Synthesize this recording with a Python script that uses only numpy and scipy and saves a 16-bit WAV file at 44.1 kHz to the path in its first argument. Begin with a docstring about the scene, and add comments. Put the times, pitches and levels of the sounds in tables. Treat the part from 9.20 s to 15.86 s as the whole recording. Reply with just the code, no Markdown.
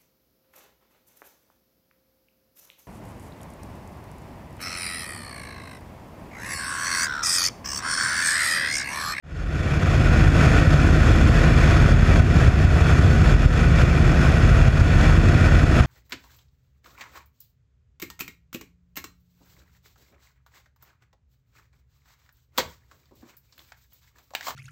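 """On the wing of a twin-engined propeller aircraft in level flight, a small camera's microphone at the skin.
Engine orders and blade passes hum as drifting tones; those of the far engine beat with the near one.
The slipstream roars as noise in the resonances of the housing, over the rumble and buffeting of the skin.
Lumps of turbulence thump the microphone and make its limiter duck. The sound fades in over a second."""
import sys
import numpy as np
from scipy import signal
from scipy.fft import rfft, irfft
from scipy.io import wavfile
from scipy.ndimage import uniform_filter1d

SR = 44100
rng = np.random.default_rng(int(sys.argv[2]) if len(sys.argv) > 2 else 0)


def generate_wav(sig):
    """Save sig (samples, or channels by samples) to the path in sys.argv[1] as 16-bit PCM at SR."""
    pcm = np.round(np.clip(np.atleast_2d(sig).T, -1, 1) * 32767).astype(np.int16)
    wavfile.write(sys.argv[1], SR, pcm)


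N = 293706

CYCLE_HZ = 17.748  # one four-stroke cycle, two crankshaft turns
SLIP_HZ = .075  # the far engine's cycle is slower by this much
# Once a cycle, as at this moment, engine orders up to this pitch crest together in one pulse.
PULSE_S, IN_STEP_HZ = 3.0025, 150
# Engine orders: cycle_multiple, level_db, waver_db, phase_wander_cycles
ENGINE_ORDERS = [(2, -29.5, 1.5, .03), (4, -20, 1.2, .025), (6, -40, 2, .03), (7, -25.5, 2, .04),
                 (8, -35, 3, .07), (11, -44, 2, .04), (12, -45, 2, .04), (15, -44, 3, .1),
                 (20, -53, 2, .05), (21, -53, 2, .05), (22, -48, 1.5, .04), (23, -43, 3.5, .14),
                 (28, -50, 2, .08), (29, -52, 2, .06), (30, -54, 2, .06), (36, -48, 2, .06),
                 (37, -53, 2, .06), (39, -50, 2, .07), (40, -52, 2, .07), (42, -52, 2, .07),
                 (43, -52.5, 2, .06), (44, -58, 2, .07)]
# Orders in which the two engines beat: cycle_multiple, near_engine_db, far_engine_share (ratio), swell_s
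ENGINE_BEATS = [(5, -23.5, 0.52, 0.74), (9, -41, 4.14, 2.916), (13, -38.5, 1.16, 2.847)]

GEAR, BLADES = 9 / 16, 3  # propeller turns per crankshaft turn; blades on a propeller
# Blade passes over time: time_s, level_db
BLADE_LEVEL = [(0, -24), (.75, -28), (1.75, -36), (2.25, -27), (2.9, -25), (3.9, -23), (4.3, -27),
               (5.25, -30), (5.75, -32), (6.05, -25), (6.66, -21)]
# Harmonics of the blade rate: rate_multiple, level_db (above BLADE_LEVEL), waver_db, phase_wander_cycles
BLADE_HARMONICS = [(1, 0, .8, .03), (2, -10, 2, .05)]

# Slipstream roar before gusts: time_s, level_db
ROAR_LEVEL = [(0, -24.5), (.7, -23.5), (1.4, -26), (1.65, -26), (2.75, -23.5), (3.5, -27), (3.95, -26),
              (4.2, -29), (4.8, -26), (5.2, -26), (5.95, -25.5), (6.3, -24), (6.66, -22.5)]
# Relative slipstream spectrum: pitch_hz, density_db (per Hz)
ROAR_SPECTRUM = [(180, -17), (300, -7), (550, -9), (900, -12), (1470, -10.5), (2140, -15.5), (3070, -24),
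                 (4050, -26.5), (6630, -30), (8200, -40.5), (11200, -44), (12400, -47.5), (13000, -53),
                 (15200, -61)]
# Resonances (+) and hollows (-) of the housing: pitch_hz, width_hz, lift_db
HOUSING_MODES = [(496.4, 50, 6.5), (650, 100, 6), (725, 46, 5), (868, 145, -4.5), (1315, 81, 5.5),
                 (1479, 61, 8.5), (1868, 180, 4), (2150, 105, -9), (2446, 700, 7.5), (3414, 360, 5),
                 (3435, 74, 4), (4434, 83, 7.5), (5210, 150, 8), (6550, 170, 6.5), (7420, 490, 7),
                 (8800, 650, 5.5), (11120, 470, 5.5), (12200, 420, 1.5)]
# Gusts that swell the roar, and lulls: peak_s, lift_db
GUST_LIFTS = [(1.25, 5), (1.38, 4), (1.56, 2), (1.89, 3.5), (2.22, 1), (2.52, 1.5), (2.63, -1),
              (2.78, -2.5), (3.07, -1), (3.22, 1.5), (3.36, 0.5), (3.66, 2.5), (3.78, 1), (4.1, 4),
              (4.26, 3), (4.38, 3.5), (4.61, 3), (4.74, 0.5), (5.07, 1.5), (5.52, 0), (5.85, 2.5),
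              (6.02, 0.5), (6.2, 2)]
GUST_S = 0.066  # from a gust's peak to 1/e of its lift in dB

# Skin rumble before RUMBLE_TRIM_DB: time_s, level_db
RUMBLE_LEVEL = [(0, -19.5), (.4, -17), (1, -15.5), (1.5, -17), (2, -17.5), (2.8, -17), (3.5, -19),
                (4.25, -19.5), (4.9, -16.5), (5.5, -20.5), (6.1, -16.5), (6.66, -16.5)]
RUMBLE_TRIM_DB = -0.4
# Relative spectrum of turbulence on the skin: pitch_hz, density_db (per Hz)
RUMBLE_SPECTRUM = [(7, -38), (15, -20), (27, -17), (40, 2.5), (62, 0), (97, 0), (170, -5), (185, -12),
                   (300, -14), (345, -16), (400, -24.5), (450, -24.5), (900, -120)]
# Panel resonances (+) and hollows (-): pitch_hz, width_hz, lift_db
SKIN_MODES = [(56.5, 27, -18), (118.4, 12.3, -9), (125.7, 2.6, 6), (135.4, 7.3, -6), (144, 10.4, 7.5),
              (221.5, 5.2, 7), (338, 22, 3)]
# As the airflow changes, resonances wander by these shares of their pitch and of their lift in dB.
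SHIFT, BREATHE = .003, .08

BUFFET_HZ, BUFFET_WIDTH_HZ = 44, 6
BUFFET_EVEN = 0.79  # share of the mode's own wavering that is taken out
# Low buffeting: time_s, level_db
BUFFET_LEVEL = [(0, -28), (.27, -10.5), (.5, -35), (.75, -17), (.95, -16.5), (1.15, -20), (1.5, -24),
                (2.1, -18), (2.5, -23), (2.75, -16.5), (3, -20), (3.5, -25), (3.75, -44), (4, -24),
                (4.15, -13.5), (4.45, -17.5), (4.9, -24), (5.2, -23), (5.35, -13), (5.55, -22), (5.7, -19),
                (6, -15), (6.2, -33), (6.35, -13.5), (6.66, -38)]

# Lumps of turbulence that strike the port, before the limiter: peak_s, peak_db
THUMP_PEAKS = [(0.651, -6), (1.271, -6), (1.913, -6), (2.662, -6), (2.743, -3), (3.007, -6), (3.286, -3),
               (3.859, -7.5), (4.15, -6), (4.263, -2), (4.638, -5.5), (5.239, -6), (5.485, -3.5),
               (5.619, -3), (6.067, -7), (6.61, -2)]
THUMP_S = .0024  # from the peak of the swing to its zero crossing

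LIMIT_DB, RECOVER_DB_PER_S = -5, 42
LOW_CUT_HZ, EDGE_HZ = 16.5, 15150
FADE_START_S, FADE_FULL_S = 0.024, 1.063  # straight in amplitude


def amp(db):
    """Decibels to gain."""
    return 10 ** (np.asarray(db) / 20)


def evened(x):
    """Scales to rms 1."""
    return x / np.sqrt(np.mean(x ** 2) + 1e-20)


def curve(rows, column):
    """One column of a table, interpolated sample by sample."""
    rows = np.asarray(rows)
    return np.interp(np.arange(N) / SR, rows[:, 0], rows[:, column])


def drift(top_hz, t):
    """Slow chance: sines of random phase up to top_hz, weaker as they quicken."""
    f = np.geomspace(top_hz / 20, top_hz, num=24)[:, None]
    sines = np.sin(2 * np.pi * (f * t + rng.random(f.shape)))
    return evened((sines / np.sqrt(f)).sum(0))


def hum(hz, db, waver_db, wander, in_step=True):
    """A tone (as a turning phasor) whose strength and phase drift slowly."""
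    t, coarse = np.arange(N) / SR, np.arange(0, N / SR + .02, .01)
    strength = np.interp(t, coarse, drift(2.497, coarse))
    phase = np.interp(t, coarse, drift(2.497, coarse))
    start_turns = rng.random() * (hz > IN_STEP_HZ or not in_step)
    turns = hz * (t - PULSE_S) + wander * phase + start_turns
    # The root of 2 makes db the rms level of the real part.
    return np.sqrt(2) * amp(db + waver_db * strength) * np.exp(2j * np.pi * turns)


def engines():
    """Orders of the firing cycle, beats with the far engine, and the passes of the geared propeller blades."""
    t = np.arange(N) / SR
    orders = sum(hum(k * CYCLE_HZ, *rest) for k, *rest in ENGINE_ORDERS)
    beats = 0
    for k, db, share, swell_s in ENGINE_BEATS:
        near = hum(k * CYCLE_HZ, db, .9, .006 * k)
        # The far engine lags steadily, and comes into step at swell_s.
        far = share * np.exp(-2j * np.pi * k * SLIP_HZ * (t - swell_s)) * near
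        beats = beats + near + far
    blade_hz = 2 * CYCLE_HZ * GEAR * BLADES
    blades = sum(hum(k * blade_hz, *rest, in_step=False) for k, *rest in BLADE_HARMONICS)
    return (orders + beats + amp(curve(BLADE_LEVEL, column=1)) * blades).real


def noise(spectrum, lifts, size, patchy_db, flicker_db, flicker_hz, wander_hz):
    """Random short-time spectra with wandering resonances, drifting patches and a flicker stronger in the treble."""
    hop = size // 4
    frames, hz = N // hop + 5, np.fft.rfftfreq(size, 1 / SR)[:, None]
    t = np.arange(frames) * hop / SR
    a, b, patches = rng.standard_normal((frames, len(hz), 3)).T
    patches = uniform_filter1d(patches, size=12, axis=0)  # across pitch
    patches = evened(uniform_filter1d(patches, size=8, axis=1))  # across time
    f, db = np.transpose(spectrum)
    field_db = np.interp(np.log(hz + 1), np.log(f + 1), db)
    for centre_hz, width_hz, lift_db in lifts:
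        lift = lift_db * (1 + BREATHE * drift(wander_hz, t))
        centre = centre_hz * (1 + SHIFT * drift(wander_hz, t))
        field_db = field_db + lift / (1 + (2 * (hz - centre) / width_hz) ** 2)
    flicker = drift(flicker_hz, t) * (hz / 4000) ** 0.13
    field_db = field_db + patchy_db * patches + flicker_db * flicker
    field = (a + 1j * b) * amp(field_db)
    return evened(signal.istft(field, nperseg=size, noverlap=size - hop)[1][:N])


def slipstream():
    """Roar coloured by the housing, swelled by gusts and fluttered by eddies, over the throbbing rumble of the skin."""
    t = np.arange(N) / SR
    roar = noise(ROAR_SPECTRUM, HOUSING_MODES, size=1024, patchy_db=0.34, flicker_db=-0.5,
                 flicker_hz=71.2, wander_hz=9.0)
    # Small eddies: white noise smoothed above 37 Hz.
    eddies = evened(signal.lfilter([1], [1, -np.exp(-2 * np.pi * 37.0 / SR)], rng.standard_normal(N)))
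    gusts_db = sum(db * np.exp(-((t - s) / GUST_S) ** 2) for s, db in GUST_LIFTS)
    roar_db = curve(ROAR_LEVEL, column=1) + gusts_db + 1.07 * eddies
    rumble = noise(RUMBLE_SPECTRUM, SKIN_MODES, size=8192, patchy_db=0.77, flicker_db=0.1,
                   flicker_hz=2.3, wander_hz=2.5)
    throb_db = .6 * np.interp(t, t[::200], drift(40.0, t[::200]))
    rumble_db = curve(RUMBLE_LEVEL, column=1) + throb_db + RUMBLE_TRIM_DB
    return amp(roar_db) * roar + amp(rumble_db) * rumble


def buffeting():
    """Turbulence shakes one low, broad mode of the mount: noise through a resonance, its wavering partly evened."""
    hz = np.fft.rfftfreq(N, 1 / SR)
    mode = 1 / (1 + (2 * (hz - BUFFET_HZ) / BUFFET_WIDTH_HZ) ** 2)
    shake = evened(irfft(rfft(rng.standard_normal(N)) * mode, N))
    envelope = abs(signal.hilbert(shake))
    shake = shake / (envelope + 0.091) ** BUFFET_EVEN
    return amp(curve(BUFFET_LEVEL, column=1)) * evened(shake)


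def thumps(shaking):
    """Each lump is one swing of pressure, with weaker swings back either side, that adds to the shaking under way."""
    half = 2000  # samples either side of the peak
    out, u = np.zeros(N), np.arange(-half, half) / SR / THUMP_S
    lump = (1 - u ** 2) * np.exp(-u ** 2 / 2)
    for s, db in THUMP_PEAKS:
        at = round(s * SR) - half
        part = out[at:][:len(u)]  # a view: adding to it adds to out
        swing = lump[:len(part)]
        direction = np.sign(swing @ shaking[at:][:len(u)])
        part += direction * amp(db) * swing
    return out


def scene():
    """Everything at the one microphone on the wing."""
    steady = engines() + slipstream() + buffeting()
    return (steady + thumps(steady))[None]


def record(dry):
    """A peak limiter drops fast and recovers slowly; then the low cut, the fade and the band limit."""
    t = np.arange(N) / SR
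    level_db, fall = 20 * np.log10(abs(dry[0]) + 1e-9), t * RECOVER_DB_PER_S
    held_db = np.maximum.accumulate(level_db + fall) - fall  # peaks held, then falling steadily
    over_db = np.maximum(held_db - LIMIT_DB, 0)
    over_db = signal.lfilter([.04], [1, -.96], over_db)  # about half a millisecond to react
    limited = dry * amp(-.9 * over_db)  # nine tenths of the excess is taken off
    low_cut = signal.butter(2, LOW_CUT_HZ, "high", fs=SR, output="sos")
    fade = np.clip((t - FADE_START_S) / (FADE_FULL_S - FADE_START_S), 0, 1)
    faded = signal.sosfilt(low_cut, limited) * fade
    band_limit = signal.firwin(1023, EDGE_HZ, window=("kaiser", 9), fs=SR)
    return signal.oaconvolve(faded, band_limit[None], "same")


dry = scene()
out = record(dry)
generate_wav(out)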